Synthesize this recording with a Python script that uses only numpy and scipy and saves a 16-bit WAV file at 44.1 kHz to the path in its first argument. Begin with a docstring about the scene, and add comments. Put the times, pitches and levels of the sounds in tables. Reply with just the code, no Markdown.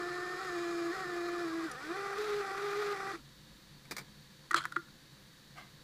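"""An instant camera pushes out a print on a workbench, while a small room hums and hisses throughout.
From the start its geared motor whirrs: the teeth hum, tick and scrape as the print slides out. Near 1.7 s
a cam (a lobe on a wheel) drags the motor down and pings a spring; then the gears run free and chatter.
At 3.1 s the motor brakes with a thud, and near 3.9 s the print slaps onto the bench. From 4.5 s a hand
clicks and rubs on the plastic case, making it ring, and near 5.6 s it shifts the camera."""
import sys
import numpy as np
from scipy import signal
from scipy.fft import rfft, irfft, next_fast_len
from scipy.io import wavfile
from scipy.ndimage import map_coordinates

SR = 44100
rng = np.random.default_rng(int(sys.argv[2]) if len(sys.argv) > 2 else 0)


def pcm_store(signal):
    """Save signal as 16-bit PCM."""
    levels = np.round(np.clip(np.atleast_2d(signal), -1, 1) * 32767)
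    wavfile.write(sys.argv[1], SR, levels.astype(np.int16).T)


N = 257103
T = np.arange(N) / SR

# The room's deep rumble, low hum and hiss: (frequency [Hz], relative level [dB])
RUMBLE_TONE = [(12, -60), (26, -40), (36, -23), (44, -8), (54, 18), (66, -9), (110, -26.5)]
ROOM_HUM_TONE = [(60, -12), (95, -14.5), (120, -8.5), (145, 3), (175, -9.5), (208, -2.5), (245, -15.5),
                 (298, -9.5), (400, -19.5), (479, -19), (520, -12.5), (602, -24.5), (1000, -21),
                 (1300, -58)]
ROOM_HISS_TONE = [(590, -66), (1000, -8.5), (1450, -9), (1690, -3.5), (2100, -9.5), (2700, -12), (3450, -8),
                  (3850, -2.5), (4150, -8), (4470, -2), (4850, -11.5), (6800, -14.5), (8300, -18.5),
                  (15500, -22.5)]
# Motor speed, given as how often the gear teeth meet, or "mesh": (time [s], mesh rate [Hz])
MOTOR_SPEED = [(0, 350.8), (0.38, 364.4), (0.42, 388.3), (0.47, 363.7), (0.56, 346.9), (0.9, 338.9),
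               (0.95, 380.6), (1.01, 378), (1.06, 358.4), (1.18, 346), (1.41, 348.5), (1.51, 320.7),
               (1.56, 333.8), (1.62, 325), (1.655, 331.8), (1.72, 247.7), (1.76, 244.8), (1.8, 265.6),
               (1.84, 299), (1.88, 312.6), (1.92, 350.4), (1.97, 397.5), (2.09, 398.4), (2.17, 397),
               (2.195, 421), (2.27, 424.7), (2.3, 414.2), (2.39, 411.4), (2.45, 390.7), (2.53, 388.4),
               (2.61, 401.7), (2.64, 408.7), (2.74, 402.3), (2.8, 418.8), (2.86, 409), (2.92, 407.6),
               (2.96, 389), (3.12, 392.4), (3.145, 337), (3.19, 295), (3.22, 210), (3.26, 130.3)]
# Teeth rasping through the case: (frequency [Hz], relative level [dB])
RASP_TONE = [(200, -46), (320, -7), (430, -1.5), (590, -18), (760, -5), (920, -19), (1150, -2.5),
             (1430, -2.5), (1650, -7.5), (1950, -5.5), (2150, -14), (2400, -9.5), (2750, -45), (3600, -48)]
# Gear hiss with the print between the rollers, then without: (frequency [Hz], relative level [dB])
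LOADED_HISS_TONE = [(1590, -43), (2430, -3), (2720, -3), (3060, -7), (3980, -0.5), (4600, -0.5),
                    (5100, -0.5), (5780, -7.5), (7520, -9.5), (9220, -16), (10600, -15), (12400, -20),
                    (13900, -19), (15500, -29)]
FREE_HISS_TONE = [(1590, -22), (2500, 3), (2980, -6.5), (3550, 0), (4100, -5), (4470, 0), (5100, -6.5),
                  (5990, -4), (6490, -10), (7100, -12.5), (7680, -11.5), (9710, -15), (10600, -14.5),
                  (11900, -20), (12800, -18), (15500, -28)]
# Overtones of the gear hum, before the housing shapes them: (multiple of mesh rate, level [dB])
GEAR_OVERTONES = [(2, 1.7), (3, -3), (4, -11), (5, -5), (6, -18), (7, -10.5)]
# Pitches at which the housing rings easily: (frequency [Hz], half width [Hz], gain [dB])
HOUSING_RESONANCES = [(337.1, 18, -36), (415, 16.1, -38.5), (496, 22, -57), (698, 41, -52),
                      (776.4, 36, -50), (1205, 87, -44.5), (1482, 148, -42.5), (1812, 91, -40.5),
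                      (1977, 34, -48), (2410, 23, -44.5)]
# Ring of the gears under each tooth tick: (frequency [Hz], relative level [dB])
TICK_TONE = [(2000, -17), (2900, 0.5), (3500, 3), (4400, -7), (5100, 4.5), (5700, -10), (7100, -10.5),
             (7650, -5.5), (8300, -20), (9900, -37), (10600, -10), (11400, -36), (15500, -34)]
# Whine of the armature, the motor's spinning core: (multiple of mesh rate, base level [dB])
ARMATURE_OVERTONES = [(9, -70), (10, -70), (11, -66), (12, -67), (13, -71), (14, -70)]
# How the motor's metal can colours that whine: (frequency [Hz], gain [dB])
MOTOR_CAN_TONE = [(2700, -20), (3100, -5), (3500, -2), (4000, 0), (4450, 0), (4700, -4), (5100, -2),
                  (5400, -14)]
# The print sliding through the slot: (time [s], level [dB])
PRINT_SLIDE_LEVEL = [(0, -66), (.3, -63), (.65, -57), (1.0, -63), (1.3, -68), (1.65, -68)]
# Its thin hiss: (frequency [Hz], relative level [dB])
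PRINT_SLIDE_TONE = [(4500, -6), (6000, -11), (6700, 1), (7600, -10), (8600, -11), (11000, -31)]
# Ringing notes of a small spring: (frequency [Hz], relative level [dB], time to fade 60 dB [s])
SPRING_NOTES = [(4900, -44, 0.036), (5840, -41, 0.036), (7130, -47, 0.031), (8400, -48, .03),
                (9200, -39.5, 0.023), (10200, -57, .03), (13000, -51, .02)]
# Sizzle of chattering teeth: (frequency [Hz], relative level [dB])
SIZZLE_TONE = [(1000, -40), (2400, 8), (3000, 2), (4000, 8.5), (5200, -2), (6500, -2), (8000, -8),
               (10000, -13), (11900, -17), (12900, -6), (13500, -14), (14200, -10), (15500, -21)]
# The print and fingers meet the bench: (time [s], slap level [dB], thump level [dB])
BENCH_HITS = [(3.8523, -57, -68), (3.9107, -36.5, -44), (3.9170, -38, -43), (3.9661, -36.5, -54),
              (3.9820, -37.5, -67), (3.9888, -45, -51), (3.9948, -50, -65), (4.011, -54, -47.5)]
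# The paper's slap and the bench's thump: (frequency [Hz], relative level [dB])
PAPER_TONE = [(60, -30), (200, -8), (800, 1.5), (1400, 5), (2050, 2.5), (2320, 9), (2550, -4), (2850, -11),
              (4800, 1), (6200, -6), (7200, -5.5), (9000, -9.5), (15500, -13.5)]
BENCH_TONE = [(60, -25), (170, 3.5), (270, 1.5), (430, 0), (620, -18), (1500, -47)]
# Clicks of the case under the hand: (time [s], ring [dB], snap [dB], crack [dB], hollow thud [dB],
# first touch compared with the blow [dB], ring length [share of each note's fade time])
HAND_CLICKS = [(4.5125, -29.5, -30.5, -41, -39.5, 3, 0.97), (4.532, -32, -43, -70, -68, -17, 0.73),
               (4.5438, -11, -24, -43, -29.5, -17, 0.87), (4.5672, -35, -34, -41, -67, -10, 0.5),
               (4.608, -32.5, -46, -60, -69, -10, 0.8), (4.618, -39, -46, -65, -70, -5, 0.7),
               (4.629, -45, -49, -65, -70, -12, 0.7), (4.639, -36, -44, -62, -72, -15, 0.6),
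               (4.645, -34, -49, -70, -70, -25, 0.6), (4.6538, -16, -35, -40, -51, -22, 0.3),
               (4.667, -46, -55, -66, -70, -15, 0.6), (4.7219, -34.5, -40.5, -50, -71, -18, 0.85),
               (4.7647, -23.5, -43, -56, -32, -1.5, 0.81), (4.883, -55, -62, -77, -75, -10, 0.83)]
# Ringing notes of the plastic case: (frequency [Hz], relative level [dB], time to fade 60 dB [s])
CASE_NOTES = [(1194, -11, 0.03), (1245, -14.5, 0.053), (1356, -7, 0.048), (1384, 4, 0.012),
              (1418, -13.5, 0.073), (1580, -8, 0.02), (1760, -12, 0.03), (1904, -15, 0.046),
              (3300, -21, 0.034), (3920, -21, 0.015), (6930, -25, 0.013)]
# A click's dry snap, and the crack of hard edges meeting: (frequency [Hz], relative level [dB])
SNAP_TONE = [(60, -38), (600, -2), (950, 6), (1600, 14), (2200, -4), (2800, -13), (3300, 1), (4000, 5),
             (5500, -1), (8500, -5), (11000, -14.5), (15500, -38)]
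CRACK_TONE = [(2500, -27), (5500, -10), (7500, -7), (9500, -1), (12000, -3), (14500, -5), (15500, -5)]
# Plastic rubs on plastic, hard then light; later the camera shifts on the bench:
# (start [s], rise [s], hold [s], time to fade 60 dB [s], level [dB])
RUB_STROKES = [(4.559, 0.0025, 0.022, 0.058, -33.5), (4.59, 0.0093, 0.047, 0.16, -54.5)]
SHIFT_STROKES = [(5.55, 0.032, 0.0065, 0.29, -49)]
# Colour of the rub and of the shift: (frequency [Hz], relative level [dB])
RUB_TONE = [(60, -65), (300, -19), (800, -18), (930, -11.5), (1250, -1), (1750, -10), (2300, -15),
            (2850, -16.5), (3250, -3), (3650, -16), (4100, -9), (5800, -26), (7250, -20), (15500, -46)]
SHIFT_TONE = [(100, -33), (560, -13), (730, -2), (900, -18), (1210, -1), (1400, -16), (1600, -3),
              (1800, -26), (2050, -0.5), (2450, -19), (2800, -13), (4000, -20), (12000, -36)]
# How long the walls keep an echo going: (frequency [Hz], time to fade 60 dB [s])
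ECHO_TIMES = [(200, 0.34), (1500, 0.22), (10000, 0.097)]

# Below, "speed" is the mesh rate [Hz], "mesh" counts teeth met so far, "t60" is time to fade 60 dB [s].
WHEEL_TEETH, PINION_TEETH = 28.1, 4  # teeth met per turn of the big wheel and of the small gear
PLAY_LOADED, PLAY_FREE = 0.008, 0.018  # loose teeth meet early or late by about this share of a tooth
WAVER_LOADED_DB, WAVER_FREE_DB = 1.1, 1.5  # unsteady loudness of the gear tones
FREE_S, FREE_OVER_S = 1.86, 0.078  # when the cam lets go, and how long that takes
CHATTER_HZ = 401.3  # the teeth chatter above this mesh rate


def amp(db):
    """Turn decibels into a gain to multiply by."""
    return 10 ** (np.asarray(db) / 20)


def unit(x):
    """Scale a sound to an average strength (rms) of 1."""
    return x / np.sqrt(np.mean(x ** 2) + 1e-20)


def along(points, hz):
    """Read between (frequency, value) points, spaced as the ear hears pitch."""
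    freqs, values = np.transpose(points)
    return np.interp(np.log(hz + 1), np.log(freqs + 1), values)


def wobble(rate, steps=8):
    """A smooth random curve that passes through `rate` new values a second."""
    knots = rng.standard_normal(int(N * rate / SR) + 4)
    fine = np.arange(len(knots) * steps) / steps
    return np.interp(T * rate, fine, map_coordinates(knots, [fine]))


def fade(start_s, t60):
    """A gain that stays at 1 until start_s, then dies away."""
    return amp(-60 * np.maximum(T - start_s, 0) / t60)


def filtered(x, response):
    """Turn each frequency up or down by the gain response(hz)."""
    size = next_fast_len(N + 8192)
    return irfft(rfft(x, size) * response(np.fft.rfftfreq(size, 1 / SR)), size)[:N]


def coloured(x, spectrum, size=4096):
    """Give a sound a tone colour, with a filter that rings only after each hit."""
    cepstrum = irfft(np.log(amp(along(spectrum, np.fft.rfftfreq(size, 1 / SR)))))
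    cepstrum[1:size // 2] *= 2  # move the ringing from before the hit to after it
    cepstrum[size // 2 + 1:] = 0
    response = irfft(np.exp(rfft(cepstrum)))
    return signal.fftconvolve(x, response / np.linalg.norm(response))[:N]


def noise(spectrum, gate=1):
    """Noise shaped in time by the gate, then coloured and scaled to strength 1."""
    return unit(filtered(gate * rng.standard_normal(N), lambda hz: amp(along(spectrum, hz))))


def tone(cycles):
    """A pure tone of strength 1 that starts anywhere in its cycle."""
    return np.sqrt(2) * np.sin(2 * np.pi * (cycles + rng.random()))


def burst(t, db, t60):
    """A puff of noise that dies away."""
    return amp(db - 60 * t / t60) * rng.standard_normal(len(t))


def ring(t, hz, db, t60):
    """A struck note that dies away."""
    return amp(db - 60 * t / t60) * np.sin(2 * np.pi * hz * t)


def add(track, start_s, sound):
    """Mix a short sound into a track."""
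    part = track[round(start_s * SR):][:len(sound)]
    part += sound[:len(part)]


def room_background(rumble_db=-75, hum_db=-60, hiss_db=-61, arm_s=3.57, arm_width_s=0.69):
    """The room hums and hisses; its deep rumble swells while an arm moves."""
    swell_db = 5 * np.exp(-((T - arm_s) / arm_width_s) ** 2)
    rumble = amp(rumble_db + swell_db + 0.5 * wobble(3.88)) * noise(RUMBLE_TONE)
    hum = amp(hum_db + wobble(26)) * noise(ROOM_HUM_TONE)
    hiss = amp(hiss_db + 0.053 * wobble(4.9)) * noise(ROOM_HISS_TONE)
    return rumble + hum + hiss


def motor_whirr(mesh, speed, power_off_s=3.119, scrape_end_s=3.154):
    """The turning gears sing and scrape; when the power is cut, the tones die first."""
    scrape = tooth_scrape(mesh, speed)
    wheel = wheel_rub(mesh, speed)
    tones = gear_tones(mesh, speed) + wheel
    return fade(power_off_s, t60=0.11) * tones + fade(scrape_end_s, t60=0.15) * scrape


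def tooth_scrape(mesh, speed, rasp_db=-45, hiss_db=-55.5, tick_db=-62.5):
    """Meeting teeth rasp, hiss and tick over the motor's whine; faster is louder."""
    pace = speed / 380
    bite = amp(1.5 * wobble(150))  # the teeth grip unevenly
    blend = np.interp(T, [1.3, 2], [0, np.pi / 2])  # the print leaves the rollers
    hiss = np.cos(blend) * noise(LOADED_HISS_TONE, bite) + np.sin(blend) * noise(FREE_HISS_TONE, bite)
    ticks = tooth_ticks(mesh)
    sizzle = chatter_sizzle(mesh, speed, bite)
    rasp = amp(rasp_db) * pace ** 1.7 * noise(RASP_TONE, bite * pulsing(mesh))
    treble = amp(hiss_db) * hiss + amp(tick_db) * ticks + armature_whine(mesh, speed)
    return rasp + sizzle + pace ** 0.73 * treble


def tooth_ticks(mesh, uneven_db=2):
    """Each tooth gives one sharp tick, not quite on time, that rings the gears."""
    scatter = 0.5 * freed(PLAY_LOADED, PLAY_FREE) * wobble(250)
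    teeth = np.diff(np.floor(mesh + scatter), prepend=0)
    ticks = np.diff(teeth * amp(uneven_db * wobble(300)), prepend=0)
    return unit(coloured(unit(ticks), TICK_TONE))


def armature_whine(mesh, speed, poles=3, waver_db=3, free_db=-3):
    """High tones follow the motor's speed; its unequal magnetic poles make them swell once a turn."""
    cycles = mesh + 0.017 * wobble(45)
    swell = 1 + 0.85 * np.cos(2 * np.pi * mesh / poles)
    whine = sum(amp(db + along(MOTOR_CAN_TONE, k * speed) + waver_db * wobble(18)) * tone(k * cycles)
                for k, db in ARMATURE_OVERTONES)
    return amp(freed(0, free_db)) * unit(swell) * whine


def wheel_rub(mesh, speed, level_db=-48, multiple=3.5, swell_db=8, shaft_db=1.5):
    """An off-centre wheel sings once a turn, dropping in pitch as it binds; loose teeth roughen it."""
    slop = 0.04 * wobble(14)  # it binds a little early or late
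    turn = np.cos(2 * np.pi * (mesh / WHEEL_TEETH - 0.16 + slop))
    shaft = np.cos(2 * np.pi * mesh / PINION_TEETH)
    cycles = multiple * mesh + freed(0.075, 0.3) * wobble(130)
    song = tone(cycles + 0.92 * turn)
    song *= amp(swell_db * turn + shaft_db * shaft + WAVER_LOADED_DB * wobble(100))
    return amp(level_db + along(RASP_TONE, multiple * speed)) * unit(song) * pulsing(mesh)


def gear_tones(mesh, speed, hum_db=-0.52, beat_ratio=13 / 14, beat_db=-18, lag_s=0.005):
    """Meeting teeth hum with overtones, which judder under strain and turn rough as the teeth rattle."""
    strain, rattle = labour(speed), chatter(speed)
    turn = 2 * np.pi * mesh / WHEEL_TEETH
    drag = 0.035 * np.sin(turn) + freed(0, 0.013) * np.sin(2 * turn)  # the big wheel drags as it turns
    play = freed(PLAY_LOADED, PLAY_FREE) + 0.03 * strain + 0.016 * rattle
    loose = mesh + drag + play * wobble(110)
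    drive_db = hum_db + 3 * rattle - 7 * strain + 0.5 * wobble(44.2)
    lagged = np.interp(T - lag_s, T, speed)  # the housing takes a moment to follow
    tones = housing(lagged) * amp(drive_db) * tone((mesh + loose) / 2)  # the heavy case halves the play
    # A slightly slower second gear beats against the hum.
    tones += housing(beat_ratio * speed) * amp(beat_db) * tone(beat_ratio * loose)
    rough_db = 1.5 * np.maximum(strain, freed(0, 1)) * wobble(160)
    depth_db = freed(WAVER_LOADED_DB, WAVER_FREE_DB) + 1.8 * rattle
    for k, db in GEAR_OVERTONES:
        waver_db = depth_db * wobble(35.05)
        tones += housing(k * speed) * amp(db + waver_db + rough_db) * tone(k * loose)
    return tones


def housing(hz):
    """The housing's gain: a gear tone swells as it crosses a pitch where the housing rings."""
    return np.sqrt(sum((amp(db) / (1 + ((hz - centre) / width) ** 2)) ** 2
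                       for centre, width, db in HOUSING_RESONANCES))


def print_slide():
    """The print hisses thinly as it slides out through the slot."""
    level_db = np.interp(T, *np.transpose(PRINT_SLIDE_LEVEL), right=-np.inf)
    return amp(level_db) * noise(PRINT_SLIDE_TONE)


def labour(speed, below_hz=290, width_hz=15):
    """Strain on the motor: 0 at working speed, 1 while the cam drags it down."""
    return (1 - np.tanh((speed - below_hz) / width_hz)) / 2


def spring_ping(start_s=1.7145, ring_db=-3, snap_db=-46, snap_t60=0.035, rise_s=0.00045):
    """The cam loads a small spring: a dry snap and a few bright notes that die at once."""
    track, t = np.zeros(N), np.arange(SR // 8) / SR
    notes = sum(ring(t, hz, ring_db + db, t60) for hz, db, t60 in SPRING_NOTES)
    band = signal.butter(2, [4500, 10000], "band", fs=SR, output="sos")
    snap = amp(snap_db - 60 * t / snap_t60) * unit(signal.sosfilt(band, rng.standard_normal(len(t))))
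    add(track, start_s, (notes + snap) * (1 - np.exp(-t / rise_s)))
    return track


def freed(loaded, free):
    """A setting that slides from its loaded value to its free one as the cam lets go."""
    return np.interp(T, [FREE_S, FREE_S + FREE_OVER_S], [loaded, free])


def pulsing(mesh, bind_db=1.7, tooth_db=2, bind_turn=0.4):
    """Gain of the scraping: the free wheel binds twice a turn, and each tooth scrapes in a burst."""
    bind = np.cos(4 * np.pi * (mesh / WHEEL_TEETH - bind_turn))
    return amp(freed(0, bind_db) * bind + freed(0, tooth_db) * np.cos(2 * np.pi * mesh))


def chatter(speed, width_hz=2.5):
    """0 while the teeth run smoothly, 1 once they are fast enough to chatter."""
    return (1 + np.tanh((speed - CHATTER_HZ) / width_hz)) / 2


def chatter_sizzle(mesh, speed, bite, sizzle_db=-54, squeal_db=-57.5):
    """Chattering teeth sizzle in spurts and squeal faintly in high overtones that waver together."""
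    sizzle = amp(sizzle_db + 1.5 * wobble(60)) * noise(SIZZLE_TONE, bite)
    slipping = mesh + 0.305 * wobble(70)
    squeal = sum(amp(along(SIZZLE_TONE, k * CHATTER_HZ)) * tone(k * slipping) for k in range(6, 14))
    return chatter(speed) * (sizzle + amp(squeal_db) * unit(squeal))


def motor_brake(mesh, start_s=3.131, thud_hz=336, thud_db=-38, hum_db=-62, rise_s=0.0047):
    """The braking motor thuds in the hollow case, and a last low hum falls with its speed."""
    t = np.maximum(T - start_s, 0)
    thud = ring(t, thud_hz, thud_db, t60=0.16)
    hum = amp(hum_db) * fade(start_s=3.21, t60=0.15) * tone(mesh)
    return (1 - np.exp(-t / rise_s)) * (thud + hum)


def print_slaps():
    """Stiff paper slaps with a brief ring near 2.3 kHz; the bench top thumps under it."""
    slaps, thumps = np.zeros((2, N))
    t = np.arange(SR // 4) / SR
    for start_s, slap_db, thump_db in BENCH_HITS:
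        add(slaps, start_s, burst(t, slap_db, t60=0.063))
        add(thumps, start_s, burst(t, thump_db, t60=0.069))
    return coloured(slaps, PAPER_TONE) + coloured(thumps, BENCH_TONE)


def case_clicks(touch_s=0.00342, rebound_s=0.00399, rebound_db=-15, soft_db=-22, hollow_hz=339):
    """A touch, a blow and a rebound each snap and ring the case; the blow also cracks and thuds."""
    shell, hollow, snaps, cracks = np.zeros((4, N))
    t = np.arange(SR // 4) / SR
    for start_s, ring_db, snap_db, crack_db, thud_db, touch_db, length in HAND_CLICKS:
        add(cracks, start_s, burst(t, crack_db, t60=0.0081))
        contacts = [(-touch_s, touch_db, soft_db), (0, 0, 0), (rebound_s, rebound_db, soft_db)]
        for offset_s, force_db, edge_db in contacts:
            add(shell, start_s + offset_s, amp(ring_db + force_db) * case_ring(t, length))
            add(snaps, start_s + offset_s, burst(t, snap_db + force_db + edge_db, t60=0.018))
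        thud = ring(t, hollow_hz, thud_db, t60=0.094)
        add(hollow, start_s, thud * (1 - np.exp(-t / 0.0042)))
    low_cut = signal.butter(4, 1090, "high", fs=SR, output="sos")  # small panels give off no bass
    shell = signal.sosfilt(low_cut, shell)
    return shell + hollow + coloured(snaps, SNAP_TONE) + coloured(cracks, CRACK_TONE)


def case_ring(t, length, spread_db=5, detune=0.022, rise_s=0.00091):
    """The struck case rings; the hand's grip shifts its notes a little each time."""
    notes = np.zeros(len(t))
    for hz, db, t60 in CASE_NOTES:
        level_db = db + spread_db * rng.normal()
        pitch_hz = hz * (1 + detune * rng.normal())
        notes += ring(t, pitch_hz, level_db, length * t60)
    return notes * (1 - np.exp(-t / rise_s))


def case_rub(strokes, spectrum, slip_db):
    """Sliding plastic makes many tiny, uneven slips that ring the case."""
    force = sum(amp(db) * np.clip((T - start_s) / rise, 0, 1) * fade(start_s + rise + hold, t60)
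                for start_s, rise, hold, t60, db in strokes)
    slips = unit(amp(slip_db * wobble(760)) * rng.standard_normal(N))
    return coloured(force * slips, spectrum)


def room_echo(x, delay_samples=200):
    """The walls return a short, blurred echo whose treble dies first."""
    hz, t, spectrum = signal.stft(rng.standard_normal(SR // 2), SR, nperseg=256)
    decay = amp(-60 * t / along(ECHO_TIMES, hz)[:, None])
    tail = signal.istft(spectrum * decay, SR, nperseg=256)[1]
    return signal.fftconvolve(x, np.pad(tail / np.linalg.norm(tail), (delay_samples, 0)))[:N]


def scene(echo_db=-19):
    """Mix the camera's works, the handling and the room in one channel; only the handling echoes."""
    speed = np.interp(T, *np.transpose(MOTOR_SPEED))
    mesh = np.cumsum(speed) / SR
    handling = case_clicks() + print_slaps()
    handling += case_rub(RUB_STROKES, RUB_TONE, slip_db=-1.0)
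    handling += case_rub(SHIFT_STROKES, SHIFT_TONE, slip_db=-0.5)
    works = motor_whirr(mesh, speed) + print_slide() + spring_ping() + motor_brake(mesh)
    return (works + handling + amp(echo_db) * room_echo(handling) + room_background())[None]


def record(dry, top_hz=15500):
    """Cut away the very highest treble."""
    return filtered(dry[0], lambda hz: hz < top_hz)[None]


dry = scene()
out = record(dry)
pcm_store(out)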